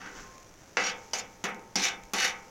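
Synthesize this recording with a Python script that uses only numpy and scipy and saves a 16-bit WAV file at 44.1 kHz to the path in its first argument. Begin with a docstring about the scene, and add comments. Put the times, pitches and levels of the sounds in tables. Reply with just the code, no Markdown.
"""Spatula on a steel griddle

Outdoors, a steel spatula slides softly under an omelette, then lands five times on the bare plate
and drags. Impact and stick-slip friction excite the modes of plate and blade, which ring on.
Fat sizzles and spits quietly throughout, over a low outdoor background."""
import sys
import numpy as np
from scipy import signal
from scipy.fft import rfft, irfft
from scipy.io import wavfile
from scipy.ndimage import uniform_filter1d

SR = 44100
rng = np.random.default_rng(int(sys.argv[2]) if len(sys.argv) > 2 else 0)


def log_audio(samples):
    """Write samples as a 16-bit WAV file to the path given in sys.argv[1]."""
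    # one column per channel
    frames = np.atleast_2d(samples).T
    # limit to full scale, then quantise
    limited = np.clip(frames, -1, 1)
    pcm = np.round(limited * 32767).astype(np.int16)
    wavfile.write(sys.argv[1], SR, pcm)


N = 110250
T = np.arange(N) / SR
FFT_SIZE = 4096
AGE = np.arange(8 * FFT_SIZE) / SR   # time since a contact began [s]


# Blade landings: (time [s], level [dB], knock [dB], bass [dB], treble [dB], top [dB])
IMPACTS = [(0.77, 6.5, -1.5, 3, -9.5, -15.5), (1.134, -4, 2, 7.5, 3, 1), (1.44, -3.5, 5.5, 6.5, -1, 0.5),
           (1.7561, -1.5, 11.5, 6, 7.5, 0.5), (2.135, 0.5, 2.5, 7, -4, 6)]
# Edge drags: (start [s], hardest press [s], lift [s], swell width [s], release [s], level [dB],
# light contact [dB], edge resonance [dB], bass [dB], treble [dB], top [dB], squeal [Hz], squeal [dB])
STROKES = [(0.785, 0.861, 0.9, 0.019, 0.006, -30, -1, -8, -5.5, -0.5, -6.5, 5680, -3),
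           (1.132, 1.193, 1.201, 0.004, 0.0025, -36.5, -5, -15, 0.5, 7, 9.5, 7090, 3),
           (1.443, 1.452, 1.496, .012, 0.0079, -34, -4, -2, 3, -17.5, -3, 5870, -16),
           (1.765, 1.846, 1.881, 0.023, 0.024, -26.5, -9.5, 6, -7.5, 2.5, 2, 5870, -8.5),
           (2.136, 2.227, 2.287, 0.04, 0.03, -26, -9.5, -5, -5, -1.5, 4, 2885, -11.5)]
def spatula():
    """Forced vibration: the slide, the landings and the drags all set the same steel ringing."""
    direct, ring, total_force = np.zeros((3, N))
    contacts = [(0.00036, slide())] + [(s, landing(*row)) for s, *row in IMPACTS]
    for start, *row in STROKES:
        force, squeal = drag(start, *row)
        contacts.append((start, force))
        add(direct, start, squeal)
    for s, db, *_, top_db in IMPACTS:
        add(direct, s, tick(db + top_db))
    for s, force in contacts:
        add(total_force, s, force)
        add(ring, s, dense_ring(force))
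    return direct + ring + clear_modes(total_force)


def landing(db, *tone_db, rattle_s=0.01):
    """Impact force: an impulse, then a brief rattle of the edge."""
    rattle = from_db(-24.5) * noise_burst(rattle_s)
    return from_db(db) * angled((AGE == 0) + rattle, *tone_db)


def tick(db):
    """Contact transient: the first instant of steel on steel radiates a bright snap."""
    highpass = signal.butter(2, 4927, "high", fs=SR, output="sos")
    return from_db(db - 36) * signal.sosfilt(highpass, noise_burst(decay_s=0.0011) + 1e-18)


# Resonances of the blade pressed on the plate: (frequency [Hz], bandwidth [Hz], gain [dB])
CONTACT_RESONANCES = [(679, 63, -30.5), (1554, 63, -28), (2210, 53, -27), (3610, 170, -21),
                      (6400, 350, -26)]
def drag(start, press, lift, width, release, db, light_db, edge_db,
         bass_db, treble_db, top_db, squeal_hz, squeal_db):
    """Sliding friction: force and squeal swell with the pressure and die away after the lift."""
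    t = start + AGE
    pressing = swell(t, press, width)
    pressure = np.maximum(pressing, from_db(light_db))
    since_lift = np.maximum(t - lift, 0)
    slips = friction() * pressure * np.exp(-since_lift / release)
    edge = sum(from_db(edge_db + gain_db) * resonate(slips, hz, width_hz)
               for hz, width_hz, gain_db in CONTACT_RESONANCES)
    force = angled(slips + edge, bass_db - 4.5, bass_db, treble_db, top_db)
    tone = wavering(squeal_hz, wobble_hz=45.6, rough_db=3.5, size=len(AGE))
    squeal = tone * pressing * np.exp(-since_lift / 0.028)
    return from_db(db) * force, from_db(db + squeal_db) * squeal


def friction(judder_db=2.5):
    """Stick-slip motion: tiny slips of the edge, bunched by the judder of the blade."""
    slips = grains(per_s=2200, spread_db=4, size=len(AGE))
    return slips * from_db(judder_db * flutter(len(AGE)))


# Knock, bass, middle, treble and top of the contact force: (frequency [Hz])
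BANDS_HZ = [220, 550, 2000, 5500, 11000]
def angled(force, knock_db, bass_db, treble_db, top_db):
    """Spectral weighting: the angle of the blade colours the contact force."""
    return colour(force, list(zip(BANDS_HZ, [knock_db, bass_db, 0, treble_db, top_db])))


# Modes of the plate and of the blade: (frequency [Hz], gain [dB], T60 [s])
PLATE_MODES = [(193, -26, 1.0), (408, -29, .5), (487, -25, .8), (516, -24, .65), (728, -21, .4),
               (790, -19, .45), (808, -28, 1.4), (903, -23, 1.2), (1050, -28, .7), (1130, -26, .35),
               (1208, -25, .35), (1276, -22, .55), (1513, -20, .35), (1604, -21, .3)]
SPATULA_MODES = [(1685, -24, .3), (1976, -18, .3), (2148, -20, .35), (2196, -21, .45), (2270, -22, .35),
                 (2326, -22, .45), (2465, -25, .35), (2636, -20, .3), (2930, -20, .25), (3300, -26, .2),
                 (3634, -24, .15), (5790, -22, .22), (6010, -26, .25), (6750, -26, .15)]
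def clear_modes(force, wander_hz=11.1):
    """Modal resonance: each mode stores energy near its pitch; its phase wanders while it is driven."""
    out = 0
    for hz, db, t60 in PLATE_MODES + SPATULA_MODES:
        retained = np.exp(-2 * np.log(1000) / (t60 * SR))
        drive = resonate(force, hz, width_hz=hz / 4) ** 2
        energy = signal.lfilter([1 - retained], [1, -retained], drive) + 1e-20
        phase_step = np.sqrt(np.minimum(drive / energy, 1) * 2 * np.pi * wander_hz / SR)
        wander = np.cumsum(phase_step * rng.standard_normal(N))
        phase = 2 * np.pi * (hz * T + rng.random()) + wander
        out = out + from_db(db + 1.5) * np.sqrt(2 * energy) * np.sin(phase)
    return out


# Dense ring of all the steel: (frequency [Hz], relative spectral density [dB])
STEEL_SPECTRUM = [(110, -31), (190, 0), (320, -5.5), (480, -3), (600, -8.5), (1000, -4), (2300, -1),
                  (4100, -6), (6000, -0.5), (7200, -10), (8300, -20.5), (12500, -29), (16000, -35)]
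# Its decay: (frequency [Hz], T60 [s])
STEEL_DECAY = [(150, 0.5), (500, 0.69), (1000, 0.44), (2400, 0.29), (4000, 0.12), (7000, 0.081),
               (15000, 0.035)]
def dense_ring(force):
    """Modal overlap: each spot answers with its own crack and a noise-like ring that dies by band."""
    white = rfft(rng.standard_normal(len(AGE)))
    bin_hz = np.arange(len(white)) * SR / len(AGE)
    edges_hz = np.geomspace(100, SR / 2, num=13)
    ring = 0
    for low, high in zip(edges_hz, edges_hz[1:]):
        band = irfft(white * ((bin_hz >= low) & (bin_hz < high)))
        t60 = at_hz(STEEL_DECAY, np.sqrt(low * high))
        ring = ring + band * unit(np.exp(-np.log(1000) * AGE / t60))
    ring = from_db(-3.5) * unit(colour(ring, STEEL_SPECTRUM))
    crack = from_db(-6.5) * unit(colour(noise_burst(decay_s=0.0029), STEEL_SPECTRUM))
    return signal.fftconvolve(force, (ring + crack) / np.sqrt(len(AGE)))[:len(AGE)]


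# Friction under the omelette: (time [s], level [dB])
SLIDE_ENVELOPE = [(0, -37.5), (.06, -38.5), (.115, -49), (.15, -43.5), (.195, -43), (.22, -51),
                  (.34, -59.5), (.45, -88), (.55, -72), (.62, -59), (.68, -75), (.73, -94)]
# Muffling by the food: (frequency [Hz], gain [dB])
FOOD_FILTER = [(130, 9), (190, -2), (260, 6), (520, 1), (750, -4), (1050, 0.5), (1600, 3), (2200, -7),
               (4000, -12.5), (6500, -13), (12000, -17)]
def slide():
    """Damped friction: the omelette muffles the force of the blade sliding under it."""
    return colour(friction() * envelope(AGE, SLIDE_ENVELOPE), FOOD_FILTER)


def sing():
    """Friction tone: the blade sings faintly as it slips out."""
    tone = wavering(hz=1057, wobble_hz=8.8, rough_db=1.5, size=N)
    return from_db(-56) * swell(T, s=0.3, width_s=0.11) * tone


# Spectra of the sizzle and of one spit: (frequency [Hz], relative spectral density [dB])
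SIZZLE_SPECTRUM = [(1500, -1), (4000, -6.5), (5000, -1.5), (5900, 5), (6700, 1.5), (7500, -4.5),
                   (8500, -20), (12000, -22.5), (16000, -20)]
SPIT_SPECTRUM = [(800, 3), (4000, 0), (6200, 8.5), (9000, -12.5), (16000, -15)]
# Course of the sizzle, and the single spits: (time [s], level [dB])
SIZZLE_ENVELOPE = [(0, -63), (.18, -50.5), (.3, -57), (.55, -61), (1.0, -56), (1.6, -63), (2.1, -62),
                   (2.5, -58.5)]
SPIT_EVENTS = [(.204, -30), (0.381, -28), (0.429, -32.5), (0.54, -32), (.636, -37), (0.917, -26),
               (1.546, -27), (1.594, -33.5), (2.036, -26.5), (2.053, -33)]
def fat():
    """Shot noise: dense tiny clicks merge into the sizzle of fat, with a few louder spits."""
    clicks = grains(per_s=9000, spread_db=5, size=N)
    sizzle = unit(colour(clicks, SIZZLE_SPECTRUM)) * envelope(T, SIZZLE_ENVELOPE)
    spit = unit(colour(noise_burst(decay_s=0.0015, t=T), SPIT_SPECTRUM)) / np.sqrt(N)
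    impulses = sum(from_db(db) * (np.arange(N) == int(s * SR)) for s, db in SPIT_EVENTS)
    return sizzle + signal.fftconvolve(impulses, spit)[:N]


# Outdoor background: (frequency [Hz], relative spectral density [dB])
AMBIENT_SPECTRUM = [(20, -1), (35, -6), (65, -6.5), (110, -5), (250, -9), (500, -8.5), (1000, -15.5),
                    (2000, -18), (4000, -29.5), (16000, -36)]
# Puffs of air: (time [s], level [dB])
PUFFS = [(0.2, -55), (0.33, -61.5), (2.04, -57.5)]
def outdoors():
    """Ambient and wind noise: a low steady background and soft puffs of air on the microphone."""
    rumble = resonate(rng.standard_normal(N), hz=32, width_hz=24)
    rumble = unit(colour(rumble, [(50, 14), (200, -74)]))
    gusts = sum(from_db(db) * swell(T, s, width_s=0.043) for s, db in PUFFS)
    background = unit(colour(rng.standard_normal(N), AMBIENT_SPECTRUM))
    return from_db(-55.5) * background + gusts * rumble


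def from_db(db):
    """Decibels to amplitude ratio."""
    return 10 ** (np.asarray(db) / 20)


def unit(x):
    """Normalisation to rms 1."""
    return x / np.sqrt(np.mean(x ** 2) + 1e-20)


def envelope(t, points):
    """Amplitude envelope through (time [s], level [dB])."""
    return from_db(np.interp(t, *np.transpose(points)))


def at_hz(points, hz):
    """Interpolation on a log-frequency axis."""
    frequencies, values = np.transpose(points)
    return np.interp(np.log(hz), np.log(frequencies), values)


def colour(x, points):
    """Minimum-phase filter through (frequency [Hz], gain [dB])."""
    hz = np.maximum(np.arange(FFT_SIZE // 2 + 1) * SR / FFT_SIZE, 1)
    cepstrum = irfft(np.log(from_db(at_hz(points, hz))))
    cepstrum[1:FFT_SIZE // 2] *= 2   # folding the cepstrum makes the filter causal
    cepstrum[FFT_SIZE // 2 + 1:] = 0
    return signal.fftconvolve(x, irfft(np.exp(rfft(cepstrum))))[:len(x)]


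def resonate(x, hz, width_hz):
    """Two-pole resonance that keeps the power of white noise."""
    radius = np.exp(-np.pi * width_hz / SR)
    feedforward = np.sqrt((1 - radius ** 2) / 2) * np.array([1, 0, -1])
    feedback = [1, -2 * radius * np.cos(2 * np.pi * hz / SR), radius ** 2]
    return signal.lfilter(feedforward, feedback, x + 1e-18)


def swell(t, s, width_s):
    """Gaussian rise and fall about time s."""
    return np.exp(-.5 * ((t - s) / width_s) ** 2)


def noise_burst(decay_s, t=AGE):
    """Exponentially decaying white noise."""
    return rng.standard_normal(len(t)) * np.exp(-t / decay_s)


def grains(per_s, spread_db, size):
    """Poisson train of uneven clicks; rms 1."""
    heights = from_db(spread_db * np.minimum(rng.exponential(1, size), 4))
    signs = rng.choice([-1, 1], size)
    return unit(heights * signs * (rng.random(size) < per_s / SR))


def flutter(size):
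    """Quick, smooth random fluctuation; rms 1."""
    return unit(uniform_filter1d(rng.standard_normal(size), size=200))


def wavering(hz, wobble_hz, rough_db, size):
    """Random frequency and amplitude modulation of a tone; rms 1."""
    phase = 2 * np.pi * np.cumsum(hz + wobble_hz * flutter(size)) / SR
    return unit(np.sin(phase) * from_db(rough_db * flutter(size)))


def add(out, s, x):
    """Superposition of x on out from time s."""
    i = max(int(s * SR), 0)
    out[i:i + len(x)] += x[:N - i]


def scene():
    """Superposition of spatula on steel, hot fat and open air."""
    return (spatula() + sing() + fat() + outdoors())[None]


def record(dry, cutoff_hz=16200):
    """Band limiting: a steep low-pass cuts the highest treble."""
    return signal.sosfilt(signal.ellip(12, .1, 80, cutoff_hz, fs=SR, output="sos"), dry)


dry = scene()
out = record(dry)
log_audio(out)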